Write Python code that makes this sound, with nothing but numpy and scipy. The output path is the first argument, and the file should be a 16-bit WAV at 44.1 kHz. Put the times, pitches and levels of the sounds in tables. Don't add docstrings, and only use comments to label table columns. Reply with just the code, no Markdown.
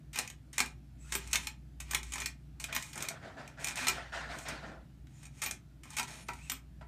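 import sys
import numpy as np
from scipy import signal
from scipy.io import wavfile
from scipy.ndimage import uniform_filter1d

SR = 44100
rng = np.random.default_rng(int(sys.argv[2]) if len(sys.argv) > 2 else 0)


def wav_out(sig):
    wavfile.write(sys.argv[1], SR, np.round(np.clip(np.atleast_2d(sig).T, -1, 1) * 32767).astype(np.int16))


N = 303315


def gain_of(db):
    return 10 ** (np.asarray(db) / 20)


def unit_rms(x):
    return x / np.sqrt(np.mean(x ** 2) + 1e-20)


def value_at(points, hz):
    points_hz, values = np.transpose(points)
    return np.interp(np.log(hz + 1), np.log(points_hz + 1), values)


def resonate(x, hz, width_hz):
    r = np.exp(-np.pi * width_hz / SR)
    return 2 * signal.lfilter([1 - r], [1, -r * np.exp(2j * np.pi * hz / SR)], x).real


def narrow_noise(hz, width_hz):
    return unit_rms(resonate(resonate(rng.standard_normal(N), hz, width_hz), hz, width_hz))


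def minimum_phase(points, size=2048):
    db = np.maximum(value_at(points, abs(np.fft.fftfreq(size, 1 / SR))), -100)
    spectrum = np.exp(np.conj(signal.hilbert(np.log(gain_of(db)))))
    taps = np.fft.ifft(spectrum).real[:size // 2]
    return taps / np.linalg.norm(taps)


def patchy_noise(points, patch_db, size, tilt_db_per_oct=0):
    hop, hz = size // 4, np.fft.rfftfreq(size, 1 / SR)[:, None]
    real, imag, patches = rng.standard_normal((N // hop + 5, len(hz), 3)).T
    patches = unit_rms(uniform_filter1d(uniform_filter1d(patches, size=6, axis=0), size=8, axis=1))
    db = value_at(points, hz) + tilt_db_per_oct * np.log2((hz + 50) / 1500) + patch_db * patches
    spectra = (real + 1j * imag) * gain_of(db)
    return unit_rms(signal.istft(spectra, nperseg=size, noverlap=size - hop)[1][:N])


def grit(spread_db, hold_samples):
    slips_db = spread_db * np.minimum(rng.exponential(1, N // hold_samples + 1), 5)
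    return unit_rms(gain_of(slips_db).repeat(hold_samples))[:N]


def hum():
    # time in seconds, level of the low tone in dB.
    tone_levels = [(0.0, -58), (0.11, -53), (0.25, -74), (0.32, -58), (1.09, -51.5), (2.14, -48.5),
                   (2.79, -55.5), (2.85, -64), (4.3, -54.5), (4.38, -62.5), (4.53, -49.5), (4.61, -55),
                   (4.78, -49.5), (4.88, -65), (5.01, -49), (5.2, -68), (5.24, -57.5), (5.64, -65),
                   (5.8, -54), (5.87, -66), (6.35, -56.5), (6.87, -53)]
    # pitch in Hz, width in Hz, level in dB.
    upper_lines = [(123.9, 10.9, -64.5), (145.3, 8.7, -60)]
    tone_hz, drift_hz, waver_db = 59.2, 0.74, 2
    t = np.arange(N) / SR
    drift = unit_rms(resonate(rng.standard_normal(N), 0, width_hz=6.2))
    tone = np.sqrt(2) * np.sin(2 * np.pi * np.cumsum(tone_hz + drift_hz * drift) / SR)
    waver = narrow_noise(0, width_hz=4.3)
    out = tone * gain_of(np.interp(t, *np.transpose(tone_levels)) + waver_db * waver)
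    for hz, width_hz, db in upper_lines:
        out += gain_of(db) * unit_rms(narrow_noise(hz, width_hz) + 4.3 * np.sin(2 * np.pi * hz * t))
    return out


def noise_floor():
    # frequency in Hz, relative density in dB.
    spectrum = [(15, -31.5), (25, -20), (40, -18.5), (59, -5), (102, -8), (149, -8), (223, -13.5),
                (293, -14.5), (463, -34.5), (695, -30), (988, -39.5), (1370, -36.5), (4870, -44.5),
                (12500, -51), (14800, -52.5), (16000, -79)]
    return gain_of(-57) * patchy_noise(spectrum, patch_db=1.6, size=2048)


def detent_force(grips):
    # start in seconds, drive in dB, thud and snap offsets in dB, chatter t60 in seconds.
    clicks = [(0.1299, -38.5, -13, 3.5, .049), (0.144, -35, -3, -1, .018), (0.157, -25, -2.5, -0.5, .036),
              (0.174, -26, 4.5, -3, .03), (.1864, -18.5, -0.5, 6.5, .025), (0.1946, -25, 8, -2, .018),
              (0.275, -27, -25.5, 3, .017), (0.2992, -32.5, -1, 2.5, .028), (0.5286, -40, -3, 5, .041),
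              (.58, -15.5, 1.5, 6, .023), (0.5913, -12.5, 0, 0.5, .014), (.602, -9.5, 3, 1.5, .021),
              (0.6586, -31, -7, 2.5, .022), (1.121, -21.5, -2.5, 2, .043), (1.139, -38, -9, 17.5, .017),
              (1.1506, -15.5, 6.5, 6.5, .016), (1.155, -28.5, -19, -1.5, .01), (1.273, -38.5, -19, 9, .022),
              (1.3113, -44, -20.5, 8.5, .031), (1.3298, -14.5, -7, 4.5, .026),
              (1.3367, -15, -0.5, -15, .016), (1.3461, -20.5, 8, -4.5, .026),
              (1.3553, -13.5, -3.5, 1.5, .029), (1.4693, -20, -5, 1.5, .026), (1.8005, -32, -2.5, 4, .06),
              (1.909, -26.5, 1.5, 5, .034), (1.933, -25, 10, 1.5, .021), (1.946, -10.5, -1.5, 1.5, .024),
              (2.0294, -31, -10, 6, .02), (2.1202, -30, -3, 4, .025), (2.135, -30.5, -6, 9.5, .027),
              (2.156, -29.5, 13, 5, .021), (2.18, -28.5, 5, 0, .028), (2.2002, -33, 5, 8.5, .045),
              (2.2175, -23, 4.5, -7, .024), (2.258, -14.5, -5.5, 2.5, .02), (2.598, -32, -4, 3.5, .031),
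              (2.6401, -20, -3.5, 4, .018), (2.7257, -26.5, -3, -5, .037), (2.7485, -26, -5, -0.5, .058),
              (2.763, -11, 3.5, -2, .013), (2.824, -31.5, -20, 5.5, .027), (2.93, -31, 0.5, 1, .027),
              (2.9557, -39.5, 13, 15, .02), (2.976, -32.5, 4, 7, .029), (3.003, -35, -8, 1, .043),
              (3.023, -24, -5, 8, .02), (3.085, -17, -0.5, 3.5, .018), (3.476, -34.5, -17, 1, .02),
              (3.6432, -21.5, -13, 5, .025), (3.6698, -23.5, -12, 4, .022), (3.684, -18.5, -19.5, 2, .013),
              (3.756, -26, -20, 6, .017), (3.7736, -26.5, -20.5, 4.5, .017), (3.868, -19.5, 2.5, -1, .069),
              (3.882, -15, -4, 5, .032), (3.8943, -16.5, 5.5, -8.5, .016), (4.386, -34, 3, 3, .025),
              (4.4838, -27.5, 2, 2, 0.036), (5.0691, -44, -4, -2, .017), (5.23, -50, 3, 7, .033),
              (5.2525, -43, -2, 5.5, .035), (5.266, -42, 6, 2, .019), (5.417, -24.5, -1.5, 4.5, .052),
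              (5.435, -36.5, 2, 12.5, .048), (5.46, -23, -1, 0, .026), (5.5091, -23, 2.5, 6, .023),
              (5.833, -43, 0, 4, .052), (5.8545, -47, 18.5, 2, 0.016), (5.903, -46, 8, 15, .02),
              (5.9662, -27, 0.5, 4, .059), (5.9834, -18, 1.5, -2, .026), (5.9954, -18, 1, 3, .02),
              (6.0285, -27, 1, 3, .02), (6.284, -31, -5, 0.5, 0.026), (6.2869, -25, 12, -16, .016),
              (6.333, -36.5, -9, 4, .022), (6.497, -19.5, -0.5, 4, .029), (6.517, -21, 2, 5, 0.016),
              (6.8724, -39, -19, -1.5, .038)]
    rise_s = 0.0022
    force, t = np.zeros((grips, 4, N + 4000)), np.arange(4000) / SR
    for grip, (start_s, db, thud_db, snap_db, t60_s) in zip(rng.integers(0, grips, len(clicks)), clicks):
        chatter = gain_of(-60 * t / t60_s) * np.minimum(t / rise_s, 1)
        at, top_db = round(start_s * SR), 0.5 + 0.19 * snap_db
        colour = gain_of([[thud_db], [0], [snap_db], [top_db]])
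        force[grip, :, at:at + len(t)] += gain_of(db) * colour * chatter
    return force[..., :N]


def finger_force(grips):
    # start and length in seconds, first and last drive in dB, snap offset in dB.
    rubs = [(.13, 0.16, -44.5, -49, -2), (.53, 0.21, -49.5, -60.5, -0.5), (.98, 0.18, -70.5, -48, 3.5),
            (1.13, 0.26, -44, -58.5, -1), (1.3, 0.18, -55, -42.5, 1.5), (1.83, 0.13, -65, -36, -3),
            (2.03, 0.12, -53.5, -55, 3), (2.12, 0.15, -45, -44, -2), (2.6, 0.076, -46, -60, 7),
            (2.72, 0.22, -46, -52.5, 4), (2.93, 0.16, -53, -38.5, -3.5), (3.59, 0.15, -50, -38, 1.5),
            (3.76, .12, -34, -34.5, -3.5), (3.9, .1, -42.5, -42, -8), (4.3, 0.16, -64, -49, 7),
            (4.45, 0.14, -42, -55, -10), (5.08, 0.19, -71.5, -54, 1), (5.3, 0.125, -75, -47, 3),
            (5.42, 0.1, -34.5, -48, -3), (5.84, 0.13, -64, -40.5, -0.5), (5.97, .1, -40, -50, 0.5),
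            (6.07, 0.18, -43.5, -53, 0), (6.26, 0.34, -60, -54, 1.5)]
    rise_s, fall_s, thud_db = 0.0081, 0.033, 1.5
    force, slips = np.zeros((grips, 4, N)), grit(spread_db=1.8, hold_samples=40)
    for k, (start_s, length_s, first_db, last_db, snap_db) in enumerate(rubs):
        t, at = np.arange(0, length_s, 1 / SR), round(start_s * SR)
        fade = np.minimum(np.minimum(t / rise_s, (length_s - t) / fall_s), 1)
        stroke = gain_of(first_db + (last_db - first_db) * t / length_s) * fade
        colour = gain_of([[thud_db], [0], [snap_db], [snap_db - 6]])
        force[k % grips, :, at:at + len(t)] += colour * stroke * slips[at:at + len(t)]
    return force


def knobs(grips=5):
    # frequency in Hz, relative level in dB, t60 in seconds.
    modes = [(260, -14, .15), (400, -21, .08), (759, -9, .045), (900, -11, .035), (1350, -8, .03),
             (1630, -9, .04), (1990, -9, .03), (2230, -9, .035), (2450, 0, .04), (2560, -1, .03),
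             (3780, -9, .015), (4150, -11, .012), (5580, -10, .012), (6430, -7, .018), (6910, -9, .015),
             (7900, -9, .015), (8390, -6, .018), (9570, -14, .015), (14000, -17, .02)]
    # frequency in Hz, relative density in dB.
    crack = [(180, -41.5), (300, -26), (486, -19.5), (870, 1), (1150, -10), (2480, 4.5), (4830, -7.5),
             (7000, -3), (9000, -5), (10800, -17), (13500, -13.5), (15200, -16.5), (16000, -75)]
    edges_hz = [1700, 5500, 11500]
    grip_detune, grip_spread_db, bass_cut_hz = 0.01, 3, 235
    low, mid, top = edges_hz
    bands = [signal.butter(3, hz, kind, fs=SR, output="sos")
             for hz, kind in ((low, "low"), ([low, mid], "band"), ([mid, top], "band"), (top, "high"))]
    noise, t, out = rng.standard_normal(N), np.arange(8000) / SR, np.zeros(N)
    for envelopes in detent_force(grips) + finger_force(grips):
        force = sum(signal.sosfilt(band, envelope * noise) for band, envelope in zip(bands, envelopes))
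        ring = np.zeros(len(t))
        for hz, db, t60_s in modes:
            level_shift, pitch_shift = rng.standard_normal(2)
            decay = gain_of(db + grip_spread_db * level_shift - 60 * t / t60_s)
            ring += decay * np.sin(2 * np.pi * hz * (1 + grip_detune * pitch_shift) * t)
        body = gain_of(-11) * ring / np.linalg.norm(ring)
        body[:1024] += gain_of(-5.5) * minimum_phase(crack)
        out += signal.oaconvolve(force, body)[:N]
    return signal.sosfilt(signal.butter(4, bass_cut_hz, "high", fs=SR, output="sos"), out)


def pings():
    # start in seconds, level in dB.
    strikes = [(.187, -41), (1.155, -34), (1.34, -41), (1.911, -41), (1.947, -44), (2.749, -35),
               (3.026, -42), (3.669, -46), (3.882, -39), (5.434, -43), (5.462, -37), (6.518, -34)]
    pitch_hz, detune, t60_s = 13900, 0.004, 0.058
    out, t = np.zeros(N + 8000), np.arange(8000) / SR
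    for start_s, db in strikes:
        hz = pitch_hz * (1 + detune * rng.standard_normal())
        out[round(start_s * SR):][:len(t)] += gain_of(db - 60 * t / t60_s) * np.sin(2 * np.pi * hz * t)
    return out[:N]


def glide(x, hz, width_hz):
    turn, r = np.exp(2j * np.pi * np.cumsum(hz) / SR), np.exp(-np.pi * width_hz / SR)
    return unit_rms((turn * signal.lfilter([1], np.poly([r, r]), x / turn)).real)


def squeaks():
    # start and end in seconds, first and last pitch in Hz, width in Hz, level in dB,
    # overtone offset in dB.
    glides = [(1.04, 1.088, 1250, 1500, 140, -68, -8), (1.08, 1.12, 1500, 2350, 200, -68, -4),
              (6.09, 6.26, 11160, 11110, 40, -68, -40), (6.12, 6.28, 9060, 9060, 60, -70, -40),
              (6.38, 6.44, 2200, 2750, 90, -63, -20), (6.432, 6.49, 2750, 2500, 80, -62, -20),
              (5.13, 5.21, 7200, 6800, 400, -72, -40), (.99, 1.11, 7700, 8100, 400, -66, -40),
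              (1.2, 1.25, 7300, 6900, 300, -65, -40), (6.42, 6.47, 7600, 8200, 400, -66, -40),
              (2.05, 2.12, 8600, 7200, 400, -64, -40)]
    pure_above_hz, pure_share = 9000, 0.6
    out, noise = np.zeros(N), rng.standard_normal(N)
    for start_s, end_s, first_hz, last_hz, width_hz, db, overtone_db in glides:
        span = slice(round(start_s * SR), round(end_s * SR))
        hz = np.linspace(first_hz, last_hz, span.stop - span.start)
        whistle = glide(noise[span], hz, width_hz)
        whistle += gain_of(overtone_db) * glide(noise[span], 2 * hz, width_hz)
        if first_hz > pure_above_hz:
            tone = np.sqrt(2) * np.sin(2 * np.pi * np.cumsum(hz) / SR)
            whistle = (1 - pure_share) * whistle + pure_share * tone
        out[span] += gain_of(db) * whistle * signal.windows.tukey(len(hz), 0.3)
    return out


def rustle():
    # start in seconds, relative level in dB, rise and t60 in seconds,
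    # brightness (-4 or less is all dull, 4 or more all bright).
    strokes = [(2.683, -57.5, 0.0063, 0.47, 4.5), (2.95, -56.5, 0.017, 1, -0.5),
               (3.099, -61, 0.0059, 0.33, -1.5), (3.22, -52.5, 0.034, 0.43, -2.5),
               (3.366, -54.5, 0.02, 0.51, -1), (3.569, -49, 0.1, 0.84, 2.5), (3.76, -51.5, 0.091, 1, 9),
               (3.959, -52.5, 0.021, 0.25, 2.5), (4.12, -43.5, 0.043, 0.46, 8.5),
               (4.288, -47.5, 0.039, 0.41, 2), (4.36, -54, 0.042, 0.15, -9), (4.45, -45, 0.043, 0.49, 2),
               (4.62, -50.5, 0.036, 0.39, -3), (4.71, -60.5, 0.024, 0.25, -5),
               (6.085, -56, 0.038, 0.37, -5), (6.809, -67.5, 0.0021, 0.17, 6.5)]
    # frequency in Hz, relative density in dB.
    spectrum = [(120, -22.5), (200, 6), (316, -3.5), (440, -4), (659, 4.5), (1160, -7.5), (1270, -11.5),
                (1740, -3.5), (2650, -12), (4520, -19.5), (8120, -31.5), (14900, -59.5), (16000, -60)]
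    # centre in Hz, width in Hz, gain in dB.
    bands = [(1383, 160, 11.5), (1706, 350, -10)]
    note_hz, note_width_hz, note_db, note_t60_s = 675, 50, 10, 0.16
    dull = patchy_noise(spectrum, patch_db=2.2, size=512, tilt_db_per_oct=-4)
    bright = patchy_noise(spectrum, patch_db=2.2, size=512, tilt_db_per_oct=4)
    bright *= grit(spread_db=1, hold_samples=90)
    out, note_drive, t = np.zeros(N), np.zeros(N), np.arange(N) / SR
    for start_s, db, rise_s, t60_s, brightness in strokes:
        age_s = np.maximum(t - start_s, 0)
        onset = 1 - np.exp(-age_s / rise_s)
        share = np.clip(0.5 + brightness / 8, 0, 1)
        blend = np.sqrt(1 - share) * dull + np.sqrt(share) * bright
        out += gain_of(db - 60 * age_s / t60_s) * onset * blend
        note_drive += gain_of(db + note_db - 60 * age_s / note_t60_s) * onset * dull
    resonances = sum(gain_of(db) * resonate(out, hz, width_hz) for hz, width_hz, db in bands)
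    return out + resonances + resonate(note_drive, note_hz, note_width_hz)


def knocks():
    # start in seconds, level in dB.
    blows = [(5.998, -35.5), (6.288, -36), (6.292, -41), (6.304, -43), (6.812, -56), (6.826, -54.5)]
    # frequency in Hz, relative level in dB, t60 in seconds.
    modes = [(409, -16, .1), (759, -5, .09), (860, -8, .06), (964, 0, .08), (1330, -6, .07),
             (1370, -4, .09), (1523, -8, .06), (1938, -10, .06), (2200, -4, .03)]
    rise_s = 0.00046
    out, t = np.zeros(N + 8000), np.arange(8000) / SR
    for start_s, db in blows:
        ring = sum(gain_of(mode_db - 60 * t / t60_s) * np.sin(2 * np.pi * (hz * t + rng.random()))
                   for hz, mode_db, t60_s in modes)
        out[round(start_s * SR):][:len(t)] += gain_of(db) * ring * np.minimum(t / rise_s, 1)
    return out[:N]


def room(x, tail_count=3):
    # frequency in Hz, t60 in seconds.
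    decay_times = [(200, 0.33), (1000, 0.25), (4000, 0.18), (14000, 0.13)]
    crossfade_hz = 1.3
    taps, slots = np.zeros((tail_count, SR // 2)), np.arange(200, SR // 2 - 20, 20)
    arrivals = slots + rng.integers(0, 20, (tail_count, len(slots)))
    np.put_along_axis(taps, arrivals, rng.choice([-1., 1.], arrivals.shape), 1)
    hz, t, spectra = signal.stft(taps, SR, nperseg=256)
    decay = gain_of(-60 * t / value_at(decay_times, hz)[:, None])
    tails = signal.istft(spectra * decay, SR, nperseg=256)[1]
    cycles = crossfade_hz * np.arange(N) / SR + np.arange(tail_count)[:, None] / tail_count
    shares = np.sqrt(2 / tail_count) * np.sin(np.pi * cycles)
    return sum(signal.oaconvolve(x * share, tail / np.linalg.norm(tail))[:N]
               for share, tail in zip(shares, tails))


def scene():
    near = knobs() + squeaks() + knocks() + pings()
    far = rustle()
    reflections = room(gain_of(-6) * near + gain_of(-4) * far)
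    return (near + gain_of(9) * far + reflections + hum() + noise_floor())[None]


def record(dry):
    rumble_cut_hz, band_limit_hz = 44, 15400
    thinned = signal.sosfilt(signal.butter(6, rumble_cut_hz, "high", fs=SR, output="sos"), dry)
    lowpass = signal.firwin(255, band_limit_hz, window=("kaiser", 9), fs=SR)
    return signal.oaconvolve(thinned, lowpass[None], "same")


dry = scene()
out = record(dry)
wav_out(out)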